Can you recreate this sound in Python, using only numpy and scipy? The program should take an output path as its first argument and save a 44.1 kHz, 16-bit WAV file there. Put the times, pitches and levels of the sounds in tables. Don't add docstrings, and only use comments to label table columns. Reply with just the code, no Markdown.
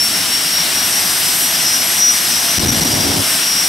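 import sys
import numpy as np
from scipy import signal
from scipy.fft import rfft, irfft, next_fast_len
from scipy.io import wavfile

SR = 44100
rng = np.random.default_rng(int(sys.argv[2]) if len(sys.argv) > 2 else 0)


def materialize(psi):
    bounded = np.clip(np.atleast_2d(psi).T, -1, 1)
    quanta = np.round(bounded * 32767).astype(np.int16)
    wavfile.write(sys.argv[1], SR, quanta)


N = 162288
T = np.arange(N) / SR


def amp(db):
    return 10 ** (np.asarray(db) / 20)


def rms_one(x):
    return x / np.sqrt(np.mean(x ** 2) + 1e-20)


def in_time(rows, column=1):
    rows = np.array(rows)
    return np.interp(T, rows[:, 0], rows[:, column])


def at_hz(points, hz):
    points = np.array(points)
    return np.interp(np.log(hz), np.log(np.maximum(points[:, 0], 1)), points[:, 1])


def drift(rate):
    step = 40
    pole = np.exp(-2 * np.pi * rate * step / SR)
    noise = rng.standard_normal(N // step + 2002)
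    smooth = signal.lfilter([1], [1, -2 * pole, pole * pole], noise)[2000:]
    return np.interp(np.arange(N) / step, np.arange(len(smooth)), rms_one(smooth))


# frequency in Hz, left minus right in dB.
EAR_BALANCE = [(60, 1), (110, -1), (200, 0.5), (380, 0.5), (700, 3), (1290, 2), (2380, 3.5), (4400, 3),
               (8120, 1.0), (15000, 0.5)]
TOP_HZ = 6800


def turbulence(spectrum, wide, wide_db, patchy_db, rate, top_db=0):
    size = next_fast_len(N)
    hz = np.maximum(np.arange(size // 2 + 1) * SR / size, 1)
    lowest, highest = spectrum[0][0], spectrum[-1][0]
    outside = np.maximum(hz / highest, lowest / hz).clip(1)
    beyond_db = -24 * np.log2(outside)
    mid_db = at_hz(spectrum, hz) + beyond_db
    side_db = at_hz(wide, hz) + wide_db + beyond_db
    mid, side = rfft(rng.standard_normal((2, size))) * amp([mid_db, side_db])
    left = amp(at_hz(EAR_BALANCE, hz) / 2)
    pair = np.array([mid * left + side, mid / left - side])
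    pair = pair / np.std(irfft(pair, size))
    out, together = 0, drift(rate)
    for centre in 22 * 2 ** np.arange(0, np.log2(highest / 11), .5):
        window = np.clip(1 - 2 * abs(np.log2(hz / centre)), 0, 1)
        band = irfft(pair * window, size)[:, :N]
        flicker_db = patchy_db * (.4 * together + drift(rate))
        out = out + band * amp(flicker_db + (top_db if centre > TOP_HZ else 0))
    return out


# frequency in Hz, level per Hz in dB (only the shape counts).
ROAR_COLOUR = [(25, 13), (55, 10), (70, 4.5), (90, 2), (125, -7), (175, 1), (210, -3.5), (270, 0.5),
               (450, -8.5), (600, -7), (650, -1), (800, -3), (1100, -4.5), (1420, -2), (1700, -1),
               (2100, -0.5), (2550, -2), (2900, 1), (4700, -1), (5200, -0.5), (5700, 3.5), (6200, -3),
               (7000, -6.5), (8200, 2), (9500, 0), (10900, -5.5), (11600, -1.5), (12000, -7.5), (12400, -1),
               (13000, -4.5), (13300, -5), (13900, -9), (15700, -13.5)]
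# frequency in Hz, level per Hz in dB before ROAR_WIDE_DB is added.
ROAR_WIDE_COLOUR = [(40, -30), (230, -8.5), (726, -0.5), (2410, -1), (3170, -3), (6070, -6.5), (9400, -2),
                    (10800, -11), (12000, -11), (13500, -18), (15700, -28)]
# time in seconds, level in dB before ROAR_DB is added,
# extra level of the bands above TOP_HZ in dB.
ROAR_SWELL = [(0.0, -22.5, -3), (0.04, -23, 0.5), (0.23, -21.5, -1.5), (0.44, -22.5, -0.5), (0.68, -21, -2),
              (1.45, -21.5, 2.5), (1.52, -21.5, -0.5), (1.99, -21.5, 0.5), (2.02, -23, -1),
              (2.16, -21.5, 1), (2.44, -21.5, -0.5), (2.48, -20.5, -1.5), (2.68, -21.5, -1.5),
              (2.76, -21, -1.5), (3.09, -22, -1.5), (3.3, -21, 1.5), (3.54, -22.5, -2), (3.68, -22.5, 1.5)]
ROAR_DB, ROAR_WIDE_DB = 6, -6.5


def jet():
    top_db = in_time(ROAR_SWELL, column=2)
    noise = turbulence(ROAR_COLOUR, ROAR_WIDE_COLOUR, ROAR_WIDE_DB, patchy_db=0.65, rate=13.6, top_db=top_db)
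    return amp(in_time(ROAR_SWELL) + ROAR_DB) * noise


# time in seconds, frequency in Hz.
BLADE_PITCH = [(0, 5467), (.25, 5520), (.5, 5578), (.75, 5629), (1, 5673), (1.3, 5715), (1.6, 5746),
               (2, 5777), (2.3, 5789), (2.55, 5804), (2.65, 5803), (2.75, 5773), (2.85, 5718), (3, 5649),
               (3.1, 5615), (3.2, 5584), (3.3, 5592), (3.45, 5625), (3.68, 5657)]
# time in seconds, rms level in dB before flutter and panning.
BLADE_LEVEL = [(0, -14), (.07, -21), (.15, -19.5), (.28, -38), (.34, -19.5), (.43, -24.5), (.5, -19.5),
               (.62, -18.5), (.67, -36), (.72, -30), (.75, -22), (.83, -21.5), (.89, -33), (.94, -22),
               (1.05, -30), (1.1, -25), (1.2, -35), (1.31, -27.5), (1.36, -34), (1.41, -23.5), (1.52, -25),
               (1.58, -24.5), (1.73, -17.5), (1.92, -36), (2.0, -17.5), (2.05, -12), (2.15, -16.5),
               (2.2, -39), (2.28, -34), (2.32, -18), (2.45, -29), (2.54, -19.5), (2.64, -33), (2.71, -15.5),
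               (2.78, -36), (2.84, -18.5), (2.9, -28), (2.96, -17), (3.03, -28), (3.1, -18), (3.18, -37),
               (3.26, -21), (3.36, -27), (3.45, -20.5), (3.5, -20.5), (3.56, -15.5), (3.68, -22)]
# time in seconds, rms level in dB before flutter and panning.
OCTAVE_LEVEL = [(0, -27), (.2, -28.5), (.5, -38), (.76, -43), (.92, -24), (1.1, -31), (1.43, -25),
                (1.73, -40), (1.9, -23), (2.09, -42), (2.19, -27), (2.33, -34), (2.41, -30), (2.66, -38),
                (2.74, -27), (2.94, -31), (3.04, -46), (3.27, -33), (3.68, -36)]
# time in seconds, rms level in dB before flutter and panning.
LOWER_LEVEL = [(0, -46), (.3, -49), (.45, -29), (.6, -50), (.82, -37), (.97, -33), (1.05, -28.5),
               (1.27, -27.5), (1.47, -49), (1.69, -22.5), (1.91, -42), (2.1, -25), (2.23, -38), (2.33, -27),
               (2.6, -31), (2.84, -35), (3.68, -32)]
FAINT_MULTIPLES = [46, 48, 49, 50, 59, 60, 94, 96.63, 100, 101, 102.59, 112]
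# rms level in dB before the swell, flutter and panning.
FAINT_LEVELS = [-30.5, -32.5, -36, -32, -37, -42, -46, -44, -39, -47, -41, -43]
# time in seconds, change of level in dB.
FAINT_TOGETHER = [(0, -6), (.9, -5.5), (2.6, 1), (2.9, -3.5), (3.68, 1.5)]
BLADES, LOWER_ORDER = 53, 47
WOBBLE_HZ = 4.6
FADE_PER_S = 13.5
FLUTTER, FLUTTER_PER_S = 0.25, 19.4
FLAME_FLUTTER, FLAME_FLUTTER_PER_S = 0.27, 26
WHINE_PAN_DB, WHINE_SIDE_DB = 3, -15


def strong_tone_height(rows):
    return np.sqrt(2) * in_time([(s, amp(db)) for s, db in rows])


def compressor():
    blade_hz = in_time(BLADE_PITCH) + WOBBLE_HZ * drift(8.3)
    shaft = 2 * np.pi * np.cumsum(blade_hz) / SR / BLADES
    tones = [(BLADES, strong_tone_height(BLADE_LEVEL)),
             (2 * BLADES, strong_tone_height(OCTAVE_LEVEL)),
             (LOWER_ORDER, strong_tone_height(LOWER_LEVEL))]
    for order, db in zip(FAINT_MULTIPLES, FAINT_LEVELS):
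        height = np.sqrt(2) * amp(db + in_time(FAINT_TOGETHER))
        tones.append((order, height * drift(FADE_PER_S)))
    out, flame = np.zeros((2, N)), burning()
    pan = amp([[WHINE_PAN_DB / 2], [-WHINE_PAN_DB / 2]])
    for order, gain in tones:
        turn = order * shaft + rng.uniform(0, 2 * np.pi)
        stray_height = amp(WHINE_SIDE_DB) * np.sqrt(np.mean(gain ** 2))
        stray = stray_height * drift(9.1) * np.cos(turn)
        flutter = FLUTTER * drift(FLUTTER_PER_S)
        flame_flutter = FLAME_FLUTTER * flame * drift(FLAME_FLUTTER_PER_S)
        gain = gain * (1 + flutter + flame_flutter)
        out += gain * np.sin(turn) * pan + stray * [[1], [-1]]
    return out


LIGHT_S, RISE_S, CUT_S, FALL_S = 2.572, 0.013, 3.21, 0.013
AFTERGLOW_DB, AFTERGLOW_S = -13.5, 0.36


def burning():
    after = np.maximum(T - CUT_S, 0)
    glow = amp(AFTERGLOW_DB) * np.exp(-after / AFTERGLOW_S)
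    rise = np.clip((T - LIGHT_S) / RISE_S, 0, 1)
    return rise * (np.exp(-after / FALL_S) + glow)


# frequency in Hz, level per Hz in dB (only the shape counts).
FLAME_COLOUR = [(25, 8), (55, 8.5), (72, 3), (98, 10), (122, -9), (160, 3), (200, -3.5), (228, 4),
                (250, -2.5), (278, 6), (300, -2.5), (330, -1), (450, -11.5), (660, -8), (1100, -17),
                (1500, -44)]
# frequency in Hz, level per Hz in dB before FLAME_WIDE_DB is added.
FLAME_WIDE_COLOUR = [(24, -47), (40, -17), (92, -8), (324, 1.5), (622, -1), (856, -4), (923, -3),
                     (1500, -10), (1950, -40), (3300, -120)]
# time of the peak in seconds, peak level in dB, length in seconds.
PRESSURE_SURGES = [(2.578, -8, 0.006), (2.59, 4.5, 0.0074), (2.606, -6, 0.0031), (2.633, -5, 0.0059),
                   (2.643, -11, .004), (2.654, 0, 0.0064), (2.668, 1.5, .006), (2.679, -2, 0.0082),
                   (2.692, -11, .005), (2.702, -4, 0.0075), (2.718, -3, 0.0052), (2.937, 0, 0.0068),
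                   (3.171, -8, 0.0073), (3.19, 1.5, 0.011)]
FLAME_DB, FLAME_WIDE_DB = -18, -10
EARLIER_DB = -16
HEAVE_DB, HEAVE_HZ = -12.5, 50
HEAVE_SIDE_DB, HEAVE_CALMS_DB_PER_S = -10, 1


def afterburner():
    low_pass = signal.butter(6, HEAVE_HZ, fs=SR, output="sos")
    slow = signal.sosfilt(low_pass, rng.standard_normal((2, N)))
    heave_db = HEAVE_DB - HEAVE_CALMS_DB_PER_S * np.maximum(T - LIGHT_S, 0)
    mid, side = amp(heave_db) * rms_one(slow)
    heave = mid + amp(HEAVE_SIDE_DB) * side * [[1], [-1]]
    surges = sum(amp(db) * np.exp(-8 * ((T - s) / length) ** 2) for s, db, length in PRESSURE_SURGES)
    noise = turbulence(FLAME_COLOUR, FLAME_WIDE_COLOUR, FLAME_WIDE_DB, patchy_db=0.9, rate=22)
    rumble = amp(FLAME_DB) * noise
    earlier = amp(EARLIER_DB) * np.exp(-T / AFTERGLOW_S) * rumble
    return burning() * (rumble + heave) + surges + earlier


def scene():
    return jet() + compressor() + afterburner()


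CAPSULE_TOP, PEAK_TOP = 0.82, .93
BASS_CUT_HZ, CUTOFF_HZ, GAIN_DB = 116, 15720, 0.5


def record(dry):
    held = CAPSULE_TOP * np.tanh(dry / CAPSULE_TOP)
    bass_cut = signal.butter(3, BASS_CUT_HZ, "high", fs=SR, output="sos")
    thin = signal.sosfilt(bass_cut, held)
    clipped = np.clip(amp(GAIN_DB) * thin, -PEAK_TOP, PEAK_TOP)
    top_cut = signal.ellip(12, .5, 70, CUTOFF_HZ, fs=SR, output="sos")
    return signal.sosfilt(top_cut, clipped)


dry = scene()
out = record(dry)
materialize(out)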